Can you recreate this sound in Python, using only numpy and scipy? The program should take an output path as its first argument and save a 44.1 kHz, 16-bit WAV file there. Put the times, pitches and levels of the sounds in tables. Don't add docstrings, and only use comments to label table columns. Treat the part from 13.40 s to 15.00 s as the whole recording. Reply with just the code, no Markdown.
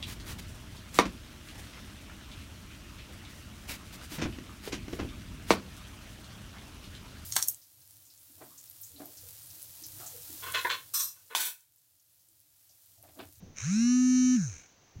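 import sys
import numpy as np
from scipy import signal
from scipy.fft import rfft, irfft
from scipy.io import wavfile

SR = 44100
rng = np.random.default_rng(int(sys.argv[2]) if len(sys.argv) > 2 else 0)


def store_pcm(level_fs):
    pcm = np.round(np.clip(level_fs, -1, 1) * 32767).astype(np.int16)
    wavfile.write(sys.argv[1], SR, np.atleast_2d(pcm).T)


N = 70560

ON_S, OFF_S, SPIN_UP_S, COAST_S = .175, .954, .106, .172
FULL_HZ, SAG_HZ_PER_S, FRICTION_HZ = 261.7, 12, 5
BUMP_RING_S, ROOM_DB, TOP_HZ = .0057, -63, 15900
RATTLE_PER_S, RATTLE_SCATTER_DB, RATTLE_SWING = 6500, 1.4, .42
TICK_DB, TICK_SLOP_TURNS = 8.5, .05
HUM_DB, HUM_POWER, HUM_CUT_HZ = -22, 2.02, 95
WAVER_DB, WAVER_PER_S = 1.9, 11.6
SCRAPE_DB, SCRAPE_POWER, SCRAPE_LOAD_DB, SCRAPE_COAST_DB = -47, 1.09, 2, -11.5
KNOCK_DB, KNOCK_SCATTER_DB, KNOCK_FROM_HZ, KNOCK_FULL_HZ = -37.5, -.34, 184, 240
UNSEATED_DB, UNSEAT_S = -12, .012
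KNOCK_MULTIPLES = range(21, 30)
TAP_DB, TAP_HZ, TAP_FALL_HZ_PER_S = -48.5, 1680, 1550
TAP_RING_S, TAP_HOLD_S, TAP_FADE_S = .0022, .1, .017

# frequency in Hz, relative level in dB.
RUMBLE_SPECTRUM = [(25, -4), (50, -8), (90, -0.5), (190, -7.5), (400, -13.5), (650, -22), (2000, -50.5)]
# time in seconds, level in dB.
RUMBLE_ENVELOPE = [(0, -67), (.03, -51.5), (.08, -51.5), (.15, -60), (.4, -54), (.55, -60.5), (.8, -55.5),
                   (1.2, -60), (1.3, -103), (1.53, -77), (1.56, -53.5), (1.6, -64)]
# start in seconds, envelope peak in dB, frequency in Hz.
SOFT_BUMPS = [(0.024, -41.5, 183.4), (0.044, -56, 115), (.068, -52.5, 261), (0.098, -50, 110),
              (1.563, -37, 93), (1.586, -42.5, 169)]
# frequency in Hz, relative level in dB.
KITCHEN_SPECTRUM = [(30, -19.5), (100, -5.5), (200, -11), (450, -13.5), (700, -14.5), (1400, -18.5),
                    (2300, -19), (3300, -21.5), (5300, -21.5), (6150, -12), (7200, -27), (8200, -39),
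                    (13500, -40), (15000, -28), (15800, -28.5)]
# time in seconds, level of the low ring in dB, of the high ring in dB.
RATTLE_ENVELOPES = [(0.153, -69, -74), (.175, -55.5, -53), (0.198, -46.5, -43.5), (.25, -51, -42),
                    (.32, -52, -41), (.4, -58, -45), (0.601, -65, -58.5), (.945, -64, -50),
                    (0.962, -48, -44), (.99, -64.5, -44.5), (1.05, -68.5, -42.5), (1.11, -59, -48.5),
                    (1.18, -59, -52), (1.26, -65, -62), (1.33, -88, -70)]
# frequency in Hz, relative gain in dB.
LOW_RING = [(300, -28.5), (950, -12.5), (1250, -7), (1600, 1), (1950, -8), (2250, 5), (2950, -7),
            (3400, -11), (3950, -5.5), (4800, -27.5), (7000, -41.5)]
HIGH_RING = [(1000, -30.5), (3400, -41), (3950, -20.5), (4800, -27), (5600, -7.5), (6200, -2), (6750, -4.5),
             (7900, -24.5), (9000, -23), (10700, -41), (15500, -42.5)]
# start in seconds, peak level in dB.
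ROTOR_JOLTS = [(.1635, -39), (.1705, -32), (.1848, -23), (.2038, -42), (.2138, -30)]
# frequency in Hz, relative gain in dB.
JOLT_RING = [(300, -29), (950, -34), (1500, -11.5), (2300, -7), (3300, -30), (3950, -19), (4800, -24),
             (5900, 3), (6700, -3.5), (7900, -27), (9300, -24), (10700, -58), (15500, -67)]
# multiple of the rotation rate, relative level in dB.
SHAFT_HARMONICS = [(1, 0), (2, -46), (3, -48), (4, -49.5), (5, -33.5), (6, -37.5), (7, -31.5), (8, -44),
                   (9, -32), (10, -38), (11, -34.5), (12, -36), (13, -57.5), (14, -49.5), (15, -36),
                   (16, -36.5), (17, -34.5), (18, -43), (19, -37), (20, -43), (21, -28), (22, -32),
                   (23, -18), (24, -21.5), (25, -15.5), (26, -23), (27, -32.5), (28, -27), (29, -31.5),
                   (30, -37), (31, -52), (32, -59), (33, -41), (34, -51.5), (35, -49), (36, -48.5),
                   (37, -41), (38, -43.5), (39, -59.5), (40, -55.5), (41, -64.5), (42, -53.5), (43, -53),
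                   (44, -67), (45, -59.5), (46, -72.5), (47, -66.5), (48, -70), (49, -59), (50, -58.5),
                   (51, -66.5), (52, -66), (53, -67), (54, -69.5), (55, -75.5), (56, -70), (57, -55.5),
                   (58, -55.5), (59, -67), (60, -65.5)]
# frequency in Hz, relative gain in dB.
CASE_RESPONSE = [(400, -34.5), (950, -18.5), (1250, 1), (1600, 3.5), (2000, -3.5), (2500, 3.5),
                 (3000, -5.5), (3350, -19), (3900, 5), (4700, -3.5), (5600, 8.5), (6400, 6), (7900, -4.5),
                 (9300, -3), (12000, -17.5), (15500, -13.5)]


def undb(db):
    return 10 ** (np.asarray(db) / 20)


def unit(x):
    return x / np.std(x)


def colour(x, response, size=4096):
    hz, db = np.array(response, float).T
    bin_hz = np.maximum(np.fft.rfftfreq(size, 1 / SR), 1)
    gain = undb(np.interp(np.log(bin_hz), np.log(hz), db))
    cepstrum = irfft(np.log(gain))
    cepstrum[1:size // 2] *= 2
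    cepstrum[size // 2 + 1:] = 0
    return signal.fftconvolve(x, irfft(np.exp(rfft(cepstrum))))[:N]


def damped_ring(age, hz, ring_s):
    return age / ring_s * np.exp(1 - age / ring_s) * np.sin(2 * np.pi * hz * age)


def stirring(t):
    envelope = undb(np.interp(t, *np.array(RUMBLE_ENVELOPE).T))
    out = unit(colour(rng.standard_normal(N), RUMBLE_SPECTRUM)) * envelope
    for start, db, hz in SOFT_BUMPS:
        out += undb(db) * damped_ring(np.maximum(t - start, 0), hz, BUMP_RING_S)
    return out


def kitchen_hiss():
    return undb(ROOM_DB) * unit(colour(rng.standard_normal(N), KITCHEN_SPECTRUM))


def rattle(t, angle):
    hits = (rng.random(N) < RATTLE_PER_S / SR) * rng.choice([-1, 1], N)
    hits = hits * undb(RATTLE_SCATTER_DB * rng.standard_normal(N))
    hits *= np.exp(RATTLE_SWING * np.cos(angle))
    turns = np.arange(1, int(angle[-1] / (2 * np.pi)))
    slop, strength = rng.standard_normal((N, 2))[:len(turns)].T
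    ticks = np.searchsorted(angle, 2 * np.pi * (turns + TICK_SLOP_TURNS * slop))
    hits[np.minimum(ticks, N - 1)] += undb(TICK_DB + RATTLE_SCATTER_DB * strength)
    times, *levels = np.array(RATTLE_ENVELOPES).T
    low, high = (undb(np.interp(t, times, db, left=-np.inf, right=-np.inf)) for db in levels)
    return unit(colour(hits, LOW_RING)) * low + unit(colour(hits, HIGH_RING)) * high


def clicks():
    jolts = np.zeros(N)
    for start, db in ROTOR_JOLTS:
        jolts[int(start * SR)] = undb(db)
    ring_peak = np.abs(colour(signal.unit_impulse(N), JOLT_RING)).max()
    return colour(jolts, JOLT_RING) / ring_peak


def shaft_speed(t):
    powered_s = np.clip(t, ON_S, OFF_S) - ON_S
    driven_hz = (FULL_HZ - SAG_HZ_PER_S * powered_s) * (1 - np.exp(-powered_s / SPIN_UP_S))
    coast = np.exp(-np.maximum(t - OFF_S, 0) / COAST_S)
    return np.maximum((driven_hz + FRICTION_HZ) * coast - FRICTION_HZ, 0)


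def hum(hz, angle):
    bass_rolloff = hz ** 4 / np.hypot(hz ** 4, HUM_CUT_HZ ** 4)
    return undb(HUM_DB) * np.sqrt(2) * (hz / FULL_HZ) ** HUM_POWER * bass_rolloff * np.cos(angle)


def harmonics(hz, angle, rows, phases, block=63):
    case = np.array(CASE_RESPONSE).T
    waver_steps = np.arange(0, N, block) / SR * WAVER_PER_S
    out = np.zeros(N)
    for (k, db), phase in zip(rows, phases):
        waver = np.interp(waver_steps, np.arange(64), rng.standard_normal(64))
        case_db = np.interp(k * hz[::block], *case) - np.interp(k * hz.max(), *case)
        gain = undb(db + WAVER_DB * waver + case_db)
        out += np.repeat(gain, block)[:N] * np.cos(k * angle + phase)
    return out / np.sqrt(sum(undb(db) ** 2 for k, db in rows) / 2)


def scrape(t, hz, angle):
    rows = [(round(k), db) for k, db in SHAFT_HARMONICS[2:] if round(k) not in KNOCK_MULTIPLES]
    load = np.clip((hz.max() - hz) / 15, 0, 1)
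    drive_db = np.where(t > OFF_S, SCRAPE_COAST_DB, SCRAPE_LOAD_DB * load)
    gain = undb(SCRAPE_DB + drive_db) * (hz / FULL_HZ) ** SCRAPE_POWER
    return gain * harmonics(hz, angle, rows, phases=2 * np.pi * rng.random(len(rows)))


def knocks(t, hz, angle):
    rows = [(round(k), db) for k, db in SHAFT_HARMONICS if round(k) in KNOCK_MULTIPLES]
    seated = np.clip((hz - KNOCK_FROM_HZ) / (KNOCK_FULL_HZ - KNOCK_FROM_HZ), 0, 1)
    seated *= np.exp(-np.maximum(t - OFF_S, 0) / UNSEAT_S)
    nearest_turn = (angle / (2 * np.pi) + .5).astype(int)
    scatter_db = KNOCK_SCATTER_DB * rng.standard_normal(N)[nearest_turn]
    gain = undb(KNOCK_DB + UNSEATED_DB * (1 - seated) + scatter_db) * (hz / FULL_HZ) ** 2
    return gain * harmonics(hz, angle, rows, phases=np.zeros(len(rows)))


def taps(t, hz, angle):
    coasting_s = np.maximum(t - OFF_S, 0)
    since_tap_s = (angle % (2 * np.pi)) / (2 * np.pi * np.maximum(hz, 1))
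    envelope = (t > OFF_S) * np.clip(1 - (coasting_s - TAP_HOLD_S) / TAP_FADE_S, 0, 1)
    ring = damped_ring(since_tap_s, TAP_HZ - TAP_FALL_HZ_PER_S * coasting_s, TAP_RING_S)
    taper = np.sqrt(np.abs(np.sin(angle / 2)))
    return undb(TAP_DB) * envelope * ring * taper


def scene():
    t = np.arange(N) / SR
    hz = shaft_speed(t)
    angle = 2 * np.pi * np.cumsum(hz) / SR
    motor = hum(hz, angle) + knocks(t, hz, angle) + scrape(t, hz, angle) + taps(t, hz, angle)
    motor += rattle(t, angle) + clicks()
    return (motor + kitchen_hiss() + stirring(t))[None]


def record(dry):
    return signal.sosfilt(signal.ellip(10, .1, 80, TOP_HZ, fs=SR, output="sos"), dry)


dry = scene()
out = record(dry)
store_pcm(out)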